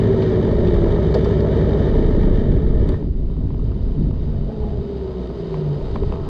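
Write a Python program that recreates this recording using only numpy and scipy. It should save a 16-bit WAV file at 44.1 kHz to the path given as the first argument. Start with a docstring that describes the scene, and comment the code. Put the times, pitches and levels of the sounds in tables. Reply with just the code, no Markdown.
"""In a pit lane, a four-cylinder motorcycle coasts by, heard from a microphone behind its screen.
The exhaust is a sum of partials of the firing cycle; the chain's hum sinks with the road speed.
Pulsed noise makes the engine's clatter; decaying noise and tones make the gearbox's clunk into neutral.
Shaped noise makes the wind's buffeting. About halfway the sound turns quieter and darker;
later the drive grates briefly and loose parts knock as the bike slows."""
import sys
import numpy as np
from scipy.fft import rfft, irfft, next_fast_len
from scipy.io import wavfile
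from scipy.ndimage import uniform_filter1d, minimum_filter1d, map_coordinates

SR = 44100
rng = np.random.default_rng(int(sys.argv[2]) if len(sys.argv) > 2 else 0)


def inscribe(sig):
    """Save sig as 16-bit PCM at rate SR to the path in sys.argv[1].

    A 1-D sig is mono; a 2-D sig holds one channel per row.
    Samples are clipped to [-1, 1] before scaling.
    """
    pcm = np.round(np.clip(np.atleast_2d(sig).T, -1, 1) * 32767)
    wavfile.write(sys.argv[1], SR, pcm.astype(np.int16))


N = 277370

# Spectral densities (density_db) and partial levels are relative where the sum is scaled to rms 1.
# EARLY and LATE tables hold before and after the drop about halfway.

# idle speed in four-stroke cycles: time_s, cycle_rate_hz
IDLE_SPEED = [(0, 13.4), (.2, 13.29), (.45, 12.98), (.7, 12.8), (.9, 12.36), (1.1, 12.31), (1.3, 12.45),
              (1.55, 12.45), (1.9, 11.84), (2.3, 12.2), (2.8, 11.8), (6.29, 11.83)]
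# strength of the exhaust: time_s, level_db
EXHAUST_LEVEL = [(0, -16), (.5, -18), (1.8, -16.5), (2.2, -22.5), (2.75, -20.5), (3.2, -29.5), (4.5, -36.5),
                 (5.4, -39.5), (5.7, -31), (6.29, -26.5)]
# partials of the exhaust: multiple_of_cycle_rate, level_db
EXHAUST_PARTIALS = [(3, -11), (4, -10), (5, 1.5), (7, -4.5), (8, 3), (9, -6), (11, -12), (12, -3.5),
                    (13, -3), (14, -5.5), (15, -7), (17, -3.5), (18, -7.5), (20, -11), (24, -9.5),
                    (28, -10.5), (30, -7), (32, -7.5), (33, -8), (35, -13)]
# how the pipes favour each partial as the idle drifts: frequency_hz, gain_db
PIPE_RESPONSE = [(61, 4), (64.5, 1), (67, -7), (80, 0), (98, -2), (106, 1.5), (125, 2.5), (149, 3),
                 (162, 1), (172, -1.5), (200, -0.5), (217, 2), (228, -0.5), (300, -1)]

# chain links meeting the sprocket, in step with the road speed: time_s, link_rate_hz
LINK_RATE = [(0, 196.6), (.5, 181.7), (1, 167), (1.5, 166), (3.6, 123), (4.3, 114.5), (4.6, 107),
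             (4.9, 99.8), (5.25, 89.8), (5.5, 81), (5.62, 75.5), (5.8, 71), (6.29, 62)]
# strength of the chain's hum, which slackens at the gear change: time_s, gain_db
CHAIN_LEVEL = [(0, -24.5), (.85, -22), (1.15, -39.5), (3.7, -39.5), (4.3, -28.5), (5, -27), (5.35, -31),
               (5.5, -27), (5.72, -26), (5.8, -33.5), (5.87, -39.5), (6.29, -34)]
# partials of the chain: multiple_of_link_rate, level_db
CHAIN_PARTIALS = [(1, -4), (1.26, -7), (2, -0.5), (3, -13.5), (4, -5.5), (5, -16.5), (6, -12.5), (8, -16.5)]
# how the frame and fairing answer the chain: frequency_hz, gain_db
FRAME_RESPONSE = [(85, -17), (100, -10), (125, -14), (141, 6.5), (151, 5), (166, -3.5), (180, -5.5),
                  (205, -11), (228, -3.5), (290, -12.5), (325, -12), (345, -2), (390, 1.5), (428, -4),
                  (460, -12.5), (520, -16.5), (600, -13.5), (655, -10.5), (715, -28), (780, -24.5),
                  (835, -14.5), (890, -26), (960, -19), (1030, -28.5), (1400, -40.5)]
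# flutter of the hum as the links seat unevenly: rough depth, and random knots per second
FLUTTER_DB, FLUTTER_HZ = 1.4, 22
# low frame resonance that swells the deep thrum
THRUM_HZ, THRUM_WIDTH_HZ, THRUM_DB = 61, 7.7, -0.5

# reference strength of the mechanical noise: time_s, level_db
MACHINE_LEVEL = [(0, -21), (1.9, -21), (2.65, -28), (2.93, -28), (3.1, -41.5), (3.6, -37), (4.2, -36),
                 (4.7, -34), (5.6, -30), (6.29, -32)]
# fairing's drone before the drop: frequency_hz, density_db
DRONE_EARLY = [(200, -24), (310, -12.5), (380, 0.5), (440, 0), (515, -11.5), (590, -6.5), (665, -12.5),
               (715, -24.5), (1200, -53.5)]
# fairing's drone after the drop: frequency_hz, density_db
DRONE_LATE = [(200, -21.5), (255, -8), (310, -18), (385, -0.5), (425, -0.5), (470, -8.5), (520, -12),
              (600, -12.5), (670, -10.5), (720, -23), (1200, -45.5)]
# fairing's rattle before the drop: frequency_hz, density_db
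RATTLE_EARLY = [(600, -29.5), (730, -1.5), (835, 2.5), (940, 3), (1040, -4), (1170, -4.5), (1290, -1.5),
                (1420, -12), (1800, -24.5), (3500, -57.5)]
# fairing's rattle after the drop: frequency_hz, density_db
RATTLE_LATE = [(600, -24.5), (730, -3.5), (835, 0.5), (940, 0.5), (1040, -1.5), (1170, -6.5), (1290, -4),
               (1420, -13.5), (1800, -20.5), (3500, -56.5)]
# engine's clatter: frequency_hz, density_db
CLATTER_SPECTRUM = [(900, -14.5), (1400, -6.5), (1780, 2), (2100, -6.5), (2300, -5), (2550, -21),
                    (3050, -9.5), (3750, -11.5), (4200, -14.5), (4900, -18), (5300, -25.5), (6100, -22),
                    (8000, -35), (14000, -54.5)]
# chain rollers: frequency_hz, density_db
ROLLER_SPECTRUM = [(900, -18), (1520, 2), (1690, -5), (1900, -1), (2600, -6), (3050, -3), (3450, -6.5),
                   (3900, -3), (4950, -5.5), (5300, -15.5), (6000, -14.5), (8000, -23.5), (14000, -41)]
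# ringing of the engine cases: centre_hz, width_hz, gain_db above the broad clatter
CASE_RESONANCES = [(1852, 41, -2), (3075, 210, -2), (3510, 50, -1.5), (3720, 63, 5.5), (4490, 67, -3.5),
                   (4880, 80, -1.5)]
# lifts of the fairing's rattle, the strongest near 6.1 s (0 dB leaves it as it is): start_s, length_s, lift_db
RATTLE_LIFTS = [(4.619, 0.13, 0.5), (5.288, 0.046, 0), (6.123, 0.25, 4)]
# levels relative to the machine reference
DRONE_DB, RATTLE_DB, CLATTER_DB, TAPPET_DB = -1, -18, -21.5, -61.5
# a rolling pace, and how the rattle grows for each halving of it
CRUISE_HZ, LOOSE_DB_PER_HALVING = 146, 2

# spells in which the slowing drive grates: start_s, length_s, level_db
GRATING_SPELLS = [(4.49, 0.03, -40), (4.645, .11, -40)]
# the grating: frequency_hz, density_db
GRATING_SPECTRUM = [(450, -12), (600, -2.5), (655, 7), (700, 3.5), (750, -13.5), (835, 4), (920, -21),
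                    (1400, -27), (1900, -23), (2300, -35.5)]
# singing of a fairing panel: start_s, length_s, pitch_hz, glide_hz_per_s, level_db
PANEL_NOTES = [(1.28, 0.29, 402, 93, -28.5), (5.394, 0.2, 392.6, -72, -34.5)]

# clicks of gear lever and linkage: start_s, level_db, pitch_hz, t60_s, attack_s, gear_ring_db
GEAR_CLICKS = [(0.220, -33.5, 3550, .093, .001, -45), (.67, -37, 3340, 0.09, 0.0023, -42),
               (1.141, -26.5, 4300, 0.049, .002, -31.5), (1.243, -40, 4900, 0.068, 0.0017, -37),
               (1.404, -32, 4120, 0.025, 0.0013, -52), (2.8887, -30.5, 3560, .022, 0.00049, -44),
               (2.8895, -41, 8120, 0.013, 0.00033, -50)]
# a steel click: multiple_of_pitch, density_db
STEEL_SPECTRUM = [(.25, 1), (.6, -7), (0.82, -1.5), (1.15, -0.5), (1.351, -12.5), (1.749, -18.5),
                  (2.399, -33.5)]
# ring of the gears: pitch_hz, level_db, t60_s
GEAR_MODES = [(3570, -1, 0.07), (4600, -4, 0.064), (4940, -14, 0.018), (7424, -20, .06)]

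# knocks of gearbox and loose parts: start_s, rap_db, thud_db, pitch_ratio
BODY_KNOCKS = [(0.476, -29, -36, 0.91), (.761, -32.5, -31, 1.16), (0.845, -30, -30, 1),
               (.871, -34, -33, 1.4), (.926, -32.5, -26, 1.1), (.962, -33, -26, 0.8),
               (1.142, -24, -21, 0.86), (1.151, -28, -14, 1.38), (1.158, -32, -12.5, 1.08),
               (1.205, -29, -26, 0.67), (1.259, -24, -21.5, 1.1), (1.33, -25.5, -31, 0.87),
               (1.573, -29, -24, 0.83), (1.62, -31, -13, 0.86), (1.697, -34.5, -31, 0.9),
               (1.894, -26, -23.5, 0.75), (2.891, -39, -21, .95), (2.92, -35, -31, 1),
               (2.943, -29, -35, .87), (3.026, -33, -32, 0.79), (3.3, -41, -48, 0.98), (3.367, -40, -54, 1),
               (3.505, -35, -43, .9), (3.545, -34, -48, .87), (3.595, -38, -52, 1.1),
               (3.719, -35, -56, 1.1), (4.111, -37, -44, 1.05), (4.142, -40.5, -45, 1.1),
               (4.641, -35, -40, 1.1), (4.895, -35, -35, 0.61), (5.302, -33, -41, 1.1),
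               (5.543, -23.5, -37, 0.92), (5.812, -31, -43, 0.93), (5.957, -29, -31, 1.4),
               (5.9606, -20, -27, 0.93), (6.022, -50, -21, .96), (6.035, -26, -33, 0.95),
               (6.1, -44, -32, 0.88), (6.124, -23, -25, 1.03), (6.138, -30, -27, 1), (6.16, -28.5, -33, 1)]
# a rap on the bodywork: frequency_hz, density_db
RAP_SPECTRUM = [(300, -4.5), (560, 6.5), (850, 6.5), (1150, 7), (1500, -16.5), (2000, -14.5), (2500, -11),
                (3500, -22), (7000, -41.5), (14000, -65.5)]
# modes of the frame's thud: pitch_hz, level_db, t60_s
THUD_MODES = [(390, 5, 0.045), (445, 0.5, 0.078), (530, -14, 0.02), (603, -10.5, 0.024), (630, -10, 0.081)]
# a rap's crack (peak) and chatter (rms before decay), relative to the rap level
CRACK_DB, CHATTER_DB, CHATTER_T60_S, THUD_ATTACK_S = 3, -8, 0.032, 0.003
# small ticks of loose parts: middle level relative to the machine reference, and spread either way
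TICK_DB, TICK_SPREAD_DB = -17.5, 5

# buffeting: frequency_hz, density_db
BUFFET_SPECTRUM = [(8, -12), (18, -3.5), (30, -1), (48, -1), (70, -4), (110, -10), (250, -47.5)]
# wind's roar before the drop: frequency_hz, density_db
ROAR_EARLY = [(35, -17), (70, -3.5), (110, -5), (150, -0.5), (230, -2), (310, -4), (450, -16.5), (700, -36),
              (1500, -49.5)]
# wind's roar after the drop: frequency_hz, density_db
ROAR_LATE = [(35, -20), (70, -4.5), (100, -1.5), (135, 2), (190, 0.5), (260, -3.5), (330, -13), (450, -24),
             (700, -39), (1500, -66)]
# gusts: start_s, length_s, buffet_db, roar_lift_db
WIND_GUSTS = [(0, 0.064, -42.5, 1.5), (0.467, 0.33, -21.5, 1), (2.011, 0.15, -22, 4), (2.197, 0.18, -19, 5),
              (2.49, 0.074, -14.5, 4), (2.656, 0.18, -15, 0.5), (2.85, 0.086, -17, 1.5),
              (3.062, 0.24, -19, 0), (3.388, 0.09, -19.5, 4), (3.557, 0.18, -18.5, 2),
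              (3.817, 0.096, -20, 1), (3.987, 0.097, -18.5, 10), (4.147, 0.31, -21, 0.5),
              (4.607, 0.18, -22, 2.5), (5.836, 0.16, -23.5, 6), (6.022, 0.06, -19.5, 8),
              (6.175, 0.15, -25.5, 2)]
# spells in which the screen sheds eddies in step: start_s, length_s, level_db
EDDY_SPELLS = [(0.779, 0.16, -19.5), (1.925, 0.52, -17), (3.858, 0.081, -21)]
# each eddy spell counts from the same rate and sags
EDDY_HZ, EDDY_SAG_HZ_PER_S = 34, 13
# wind at the rolling pace; below that pace it weakens with each halving
BUFFET_DB, EARLY_DB, LATE_DB, WIND_DB_PER_HALVING = -35.5, -24.5, -28, 7.5
# how deeply each eddy pumps the early roar (0-1), and the rough lumps of the roar before and after the drop
PUMP, EARLY_LUMP_DB, LATE_LUMP_DB = 0.65, 1.5, 2.8
# ramps before the start and after the end of every gust or spell
SWELL_ATTACK_S, SWELL_RELEASE_S = 0.06, 0.08

LIMIT, LIMITER_SPAN_S, TOP_HZ = 0.6, 0.01, 14000


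def amp(db):
    """Logarithmic level: decibels to a linear gain."""
    return 10 ** (np.asarray(db) / 20)


def unit(x):
    """Normalisation by mean power, to rms 1."""
    return x / np.sqrt(np.mean(x ** 2) + 1e-20)


def along(points, hz):
    """Interpolation of (frequency, value) points on a logarithmic frequency axis."""
    f, v = np.transpose(points)
    return np.interp(np.log(hz + 1), np.log(f + 1), v)


def curves(rows):
    """Linear interpolation in time: one value per sample for each column after the first."""
    s, *cols = np.transpose(rows)
    return [np.interp(np.arange(N) / SR, s, c) for c in cols]


def noise(size=N):
    """White noise: independent normal samples."""
    return rng.standard_normal(size)


def wobble(rate):
    """Slow random fluctuation: a smooth curve through this many random knots a second."""
    knots = noise(int(N * rate / SR) + 4)
    return map_coordinates(knots, [np.arange(N) * rate / SR])


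def filtered(x, response):
    """Linear filtering: multiplication by a function of frequency."""
    m = next_fast_len(len(x) + 8192)
    return irfft(rfft(x, m) * response(np.fft.rfftfreq(m, 1 / SR)), m)[:len(x)]


def coloured(x, spectrum):
    """Spectral shaping to rms 1, with a response that keeps falling above the last point."""
    top_hz = spectrum[-1][0]
    return unit(filtered(x, lambda hz: amp(along(spectrum, hz)) / (1 + (hz / top_hz) ** 2)))


def steady(x, span):
    """Power levelling: evens out a noise's slow swells and keeps its fast flutter."""
    power = uniform_filter1d(x ** 2, max(int(span * SR), 1))
    return x / np.sqrt(np.abs(power) + 1e-9)


def add(track, s, sound):
    """Superposition of a sound on a track from time s."""
    part = track[round(s * SR):][:len(sound)]
    part += sound[:len(part)]


def strokes(turns, sharp):
    """Periodic excitation: one smooth peak for each whole turn, at rms 1."""
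    return unit(np.exp(sharp * np.cos(2 * np.pi * turns)))


def swell(start, length):
    """Envelope of a gust or spell: linear rise, hold and linear release."""
    t = np.arange(N) / SR - start
    rise = 1 + t / SWELL_ATTACK_S
    fall = 1 - (t - length) / SWELL_RELEASE_S
    return np.clip(np.minimum(rise, fall), 0, 1)


def drop_blend(early, late):
    """Equal-power crossfade: about halfway one colour of sound gives way to another."""
    share = curves([(2.94, 0.05), (3.09, 0.93)])[0]
    return np.sqrt(1 - share) * early + np.sqrt(share) * late


def struck(spectrum, size):
    """Minimum-phase impulse response: a body's sharp, causal answer to one blow, at peak 1."""
    magnitude = amp(along(spectrum, np.fft.rfftfreq(2 * size, 1 / SR)))
    cepstrum = irfft(np.log(magnitude))[:size]
    causal = 2 * cepstrum * (np.arange(size) > 0)
    answer = irfft(np.exp(rfft(causal, 2 * size)))[:size]
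    return answer / np.abs(answer).max()


def exhaust(cycle, cycle_hz, rough_db):
    """Periodic firing: uneven burns put fluttering lines on many multiples of the cycle rate."""
    note = np.zeros(N)
    for k, db in EXHAUST_PARTIALS:
        level_db = db + along(PIPE_RESPONSE, k * cycle_hz) + rough_db * wobble(6)
        note += amp(level_db) * np.sin(2 * np.pi * (k * cycle + rng.random()))
    return amp(curves(EXHAUST_LEVEL)[0]) * unit(note)


def machine(cycle, links, pace):
    """Forced vibration: firings, valves and chain rollers shake fairing and cases in quick bursts."""
    machine_db = curves(MACHINE_LEVEL)[0]
    idle = strokes(4 * cycle, sharp=0.13) * strokes(6 * cycle, sharp=0.062) * strokes(3 * cycle, sharp=0.024)
    rollers = strokes(links, sharp=0.15)

    def bursts(beat, grain_db):
        return beat * amp(grain_db * wobble(200)) * noise()

    def blend(early_spectrum, late_spectrum, idle_grain_db, roller_grain_db):
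        # after the drop the rollers stand out over the idle
        return drop_blend(coloured(bursts(idle, idle_grain_db), early_spectrum),
                          coloured(bursts(rollers, roller_grain_db), late_spectrum))

    drone = steady(blend(DRONE_EARLY, DRONE_LATE, -0.66, 1.7), span=0.075)
    drone = amp(machine_db + DRONE_DB) * drone

    lift_db = sum(db * swell(s, length) for s, length, db in RATTLE_LIFTS)
    rattle_db = machine_db + RATTLE_DB - LOOSE_DB_PER_HALVING * pace + lift_db
    rattle = amp(rattle_db + 1.0 * wobble(24)) * blend(RATTLE_EARLY, RATTLE_LATE, 1.0, 0.3)

    def cases(f):
        return 1 + sum(amp(db) * 1j * f * w / (c * c - f * f + 1j * f * w) for c, w, db in CASE_RESONANCES)

    metal = blend(CLATTER_SPECTRUM, ROLLER_SPECTRUM, 1.44, 1.0)
    clatter = amp(machine_db + CLATTER_DB + 0.84 * wobble(16)) * unit(filtered(metal, cases))

    # one tappet ticks more brightly than the rest, once a cycle
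    bright = coloured(noise(), [(3000, -23.0), (6000, 2.5), (8500, -6.5), (11000, -21.0)])
    tappet = amp(machine_db + TAPPET_DB) * strokes(cycle, sharp=16) * bright
    return drone + rattle + clatter + tappet


def chain(links, link_hz):
    """Resonance: each sinking partial swells as it slides through a mode of the frame."""
    def partial(k):
        # slack in the chain jitters the timing, which blurs the high partials most
        jitter = 0.0014 * k ** 2.3 * wobble(45)
        return np.sqrt(2) * np.sin(2 * np.pi * (k * links + rng.random() + jitter))

    hum = np.zeros(N)
    for k, db in CHAIN_PARTIALS:
        level_db = db + along(FRAME_RESPONSE, k * link_hz) + FLUTTER_DB * wobble(FLUTTER_HZ)
        hum += amp(level_db) * partial(k)
    detuning = 2 * (link_hz * 2 / 3 - THRUM_HZ) / THRUM_WIDTH_HZ
    thrum = amp(THRUM_DB) / np.hypot(1, detuning) * partial(2 / 3)
    return amp(curves(CHAIN_LEVEL)[0]) * (hum + thrum)


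def grating(links, grain_db):
    """Amplitude-modulated noise: a short rough burr pulses with the chain links."""
    rough = strokes(links, sharp=0.67) * amp(grain_db * wobble(60)) * noise()
    spells = sum(amp(db) * swell(s, length) for s, length, db in GRATING_SPELLS)
    return coloured(rough, GRATING_SPECTRUM) * spells


def clicks():
    """Impact of steel on steel: short bright noise bursts set the gears ringing."""
    out, t = np.zeros(N), np.arange(SR // 5) / SR
    for s, db, hz, t60, attack, ring_db in GEAR_CLICKS:
        spectrum = [(hz * k, level) for k, level in STEEL_SPECTRUM]
        steel = amp(db - 60 * t / t60) * coloured(noise(len(t)), spectrum)
        ring = sum(amp(ring_db + level - 60 * t / life) * np.sin(2 * np.pi * (f * t + rng.random()))
                   for f, level, life in GEAR_MODES)
        add(out, s, (1 - np.exp(-t / attack)) * (steel + ring))
    return out


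def knocks():
    """Impact and modal decay: a dry crack on the bodywork, a short chatter and a thud in the frame."""
    out, t = np.zeros(N), np.arange(SR // 5) / SR
    rise = np.sin(np.pi / 2 * np.minimum(t / THUD_ATTACK_S, 1)) ** 2
    for s, rap_db, thud_db, pitch in BODY_KNOCKS:
        body = [(hz * pitch, db) for hz, db in RAP_SPECTRUM]
        crack = amp(rap_db + CRACK_DB) * struck(body, size=len(t))
        chatter = amp(rap_db + CHATTER_DB - 60 * t / CHATTER_T60_S) * coloured(noise(len(t)), body)
        thud = np.zeros(len(t))
        for hz, db, t60 in THUD_MODES:
            phase = pitch * hz * t + 0.29 * rng.standard_normal()
            thud += amp(thud_db + db - 60 * t / t60) * np.sin(2 * np.pi * phase)
        add(out, s, crack + rise * (chatter + thud))
    return out


def panel(rough_db):
    """Sympathetic vibration: a fairing panel sings on one fluttering, gliding note."""
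    t = np.arange(N) / SR
    song = np.zeros(N)
    for s, length, hz, glide, db in PANEL_NOTES:
        age = t - s
        tone = np.sqrt(2) * np.sin(2 * np.pi * (hz * age + glide * age ** 2 / 2))
        song += amp(db) * swell(s, length) * tone
    return amp(rough_db * wobble(40)) * song


def ticks(count):
    """Random impacts: loose parts tap faintly, harder when the machine noise is stronger."""
    out, t = np.zeros(N), np.arange(SR // 20) / SR
    for when, size, pitch in rng.random((count, 3)):
        body = [(hz * (0.62 + 0.35 * pitch), db) for hz, db in RAP_SPECTRUM]
        level_db = TICK_DB + TICK_SPREAD_DB * (2 * size - 1)
        envelope = amp(level_db - 60 * t / 0.059) * np.minimum(t / 0.0018, 1) ** 2
        add(out, when * N / SR, envelope * coloured(noise(len(t)), body))
    return amp(curves(MACHINE_LEVEL)[0]) * out


def wind(pace):
    """Turbulence: gusts and shed eddies thump the microphone over a broad roar, deeper after the drop."""
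    t = np.arange(N) / SR

    def shed(age):
        return np.sqrt(2) * np.sin(2 * np.pi * (EDDY_HZ * age - EDDY_SAG_HZ_PER_S * age ** 2 / 2))

    eddies = sum(amp(db) * swell(s, length) * shed(t - s) for s, length, db in EDDY_SPELLS)
    eddies = amp(1.1 * wobble(3.3)) * eddies
    flow = amp(WIND_DB_PER_HALVING * np.minimum(pace, 0))

    gusts = np.max([amp(db) * swell(s, length) for s, length, db, _ in WIND_GUSTS], axis=0)
    strength = np.hypot(amp(BUFFET_DB) * flow, gusts)
    buffet = strength * steady(coloured(noise(), BUFFET_SPECTRUM), span=0.041)

    pumping = 1 + PUMP * sum(swell(s, length) * shed(t - s) for s, length, _ in EDDY_SPELLS)
    early_lumps = pumping * amp(EARLY_LUMP_DB * wobble(22)) * noise()
    early = amp(EARLY_DB) * steady(coloured(early_lumps, ROAR_EARLY), span=0.24)
    late_lumps = amp(LATE_LUMP_DB * wobble(35)) * noise()
    late = amp(LATE_DB) * steady(coloured(late_lumps, ROAR_LATE), span=0.2)
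    lift_db = sum(db * swell(s, length) for s, length, _, db in WIND_GUSTS)
    return eddies + buffet + flow * amp(lift_db) * drop_blend(early, late)


def scene():
    """Superposition: engine and chain turn independently, and the road speed sets the wind."""
    cycle_hz = curves(IDLE_SPEED)[0]
    cycle = np.cumsum(cycle_hz * (1 + 0.0022 * wobble(12))) / SR
    link_hz = curves(LINK_RATE)[0]
    links = np.cumsum(link_hz) / SR
    pace = np.log2(link_hz / CRUISE_HZ)  # doublings of speed above the rolling pace
    engine = exhaust(cycle, cycle_hz, rough_db=0.7) + machine(cycle, links, pace)
    drive = chain(links, link_hz) + grating(links, grain_db=3.0)
    contacts = clicks() + knocks() + panel(rough_db=1.5) + ticks(count=45)
    return (engine + drive + contacts + wind(pace))[None]


def record(dry):
    """Peak limiting and band limiting: a smoothed gain holds down peaks, then the top is cut off."""
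    span = int(LIMITER_SPAN_S * SR)
    needed = np.minimum(1, LIMIT / (np.abs(dry[0]) + 1e-9))
    gain = uniform_filter1d(minimum_filter1d(needed, size=span), size=span)
    return filtered(dry[0] * gain, lambda hz: hz < TOP_HZ)[None]


dry = scene()
out = record(dry)
inscribe(out)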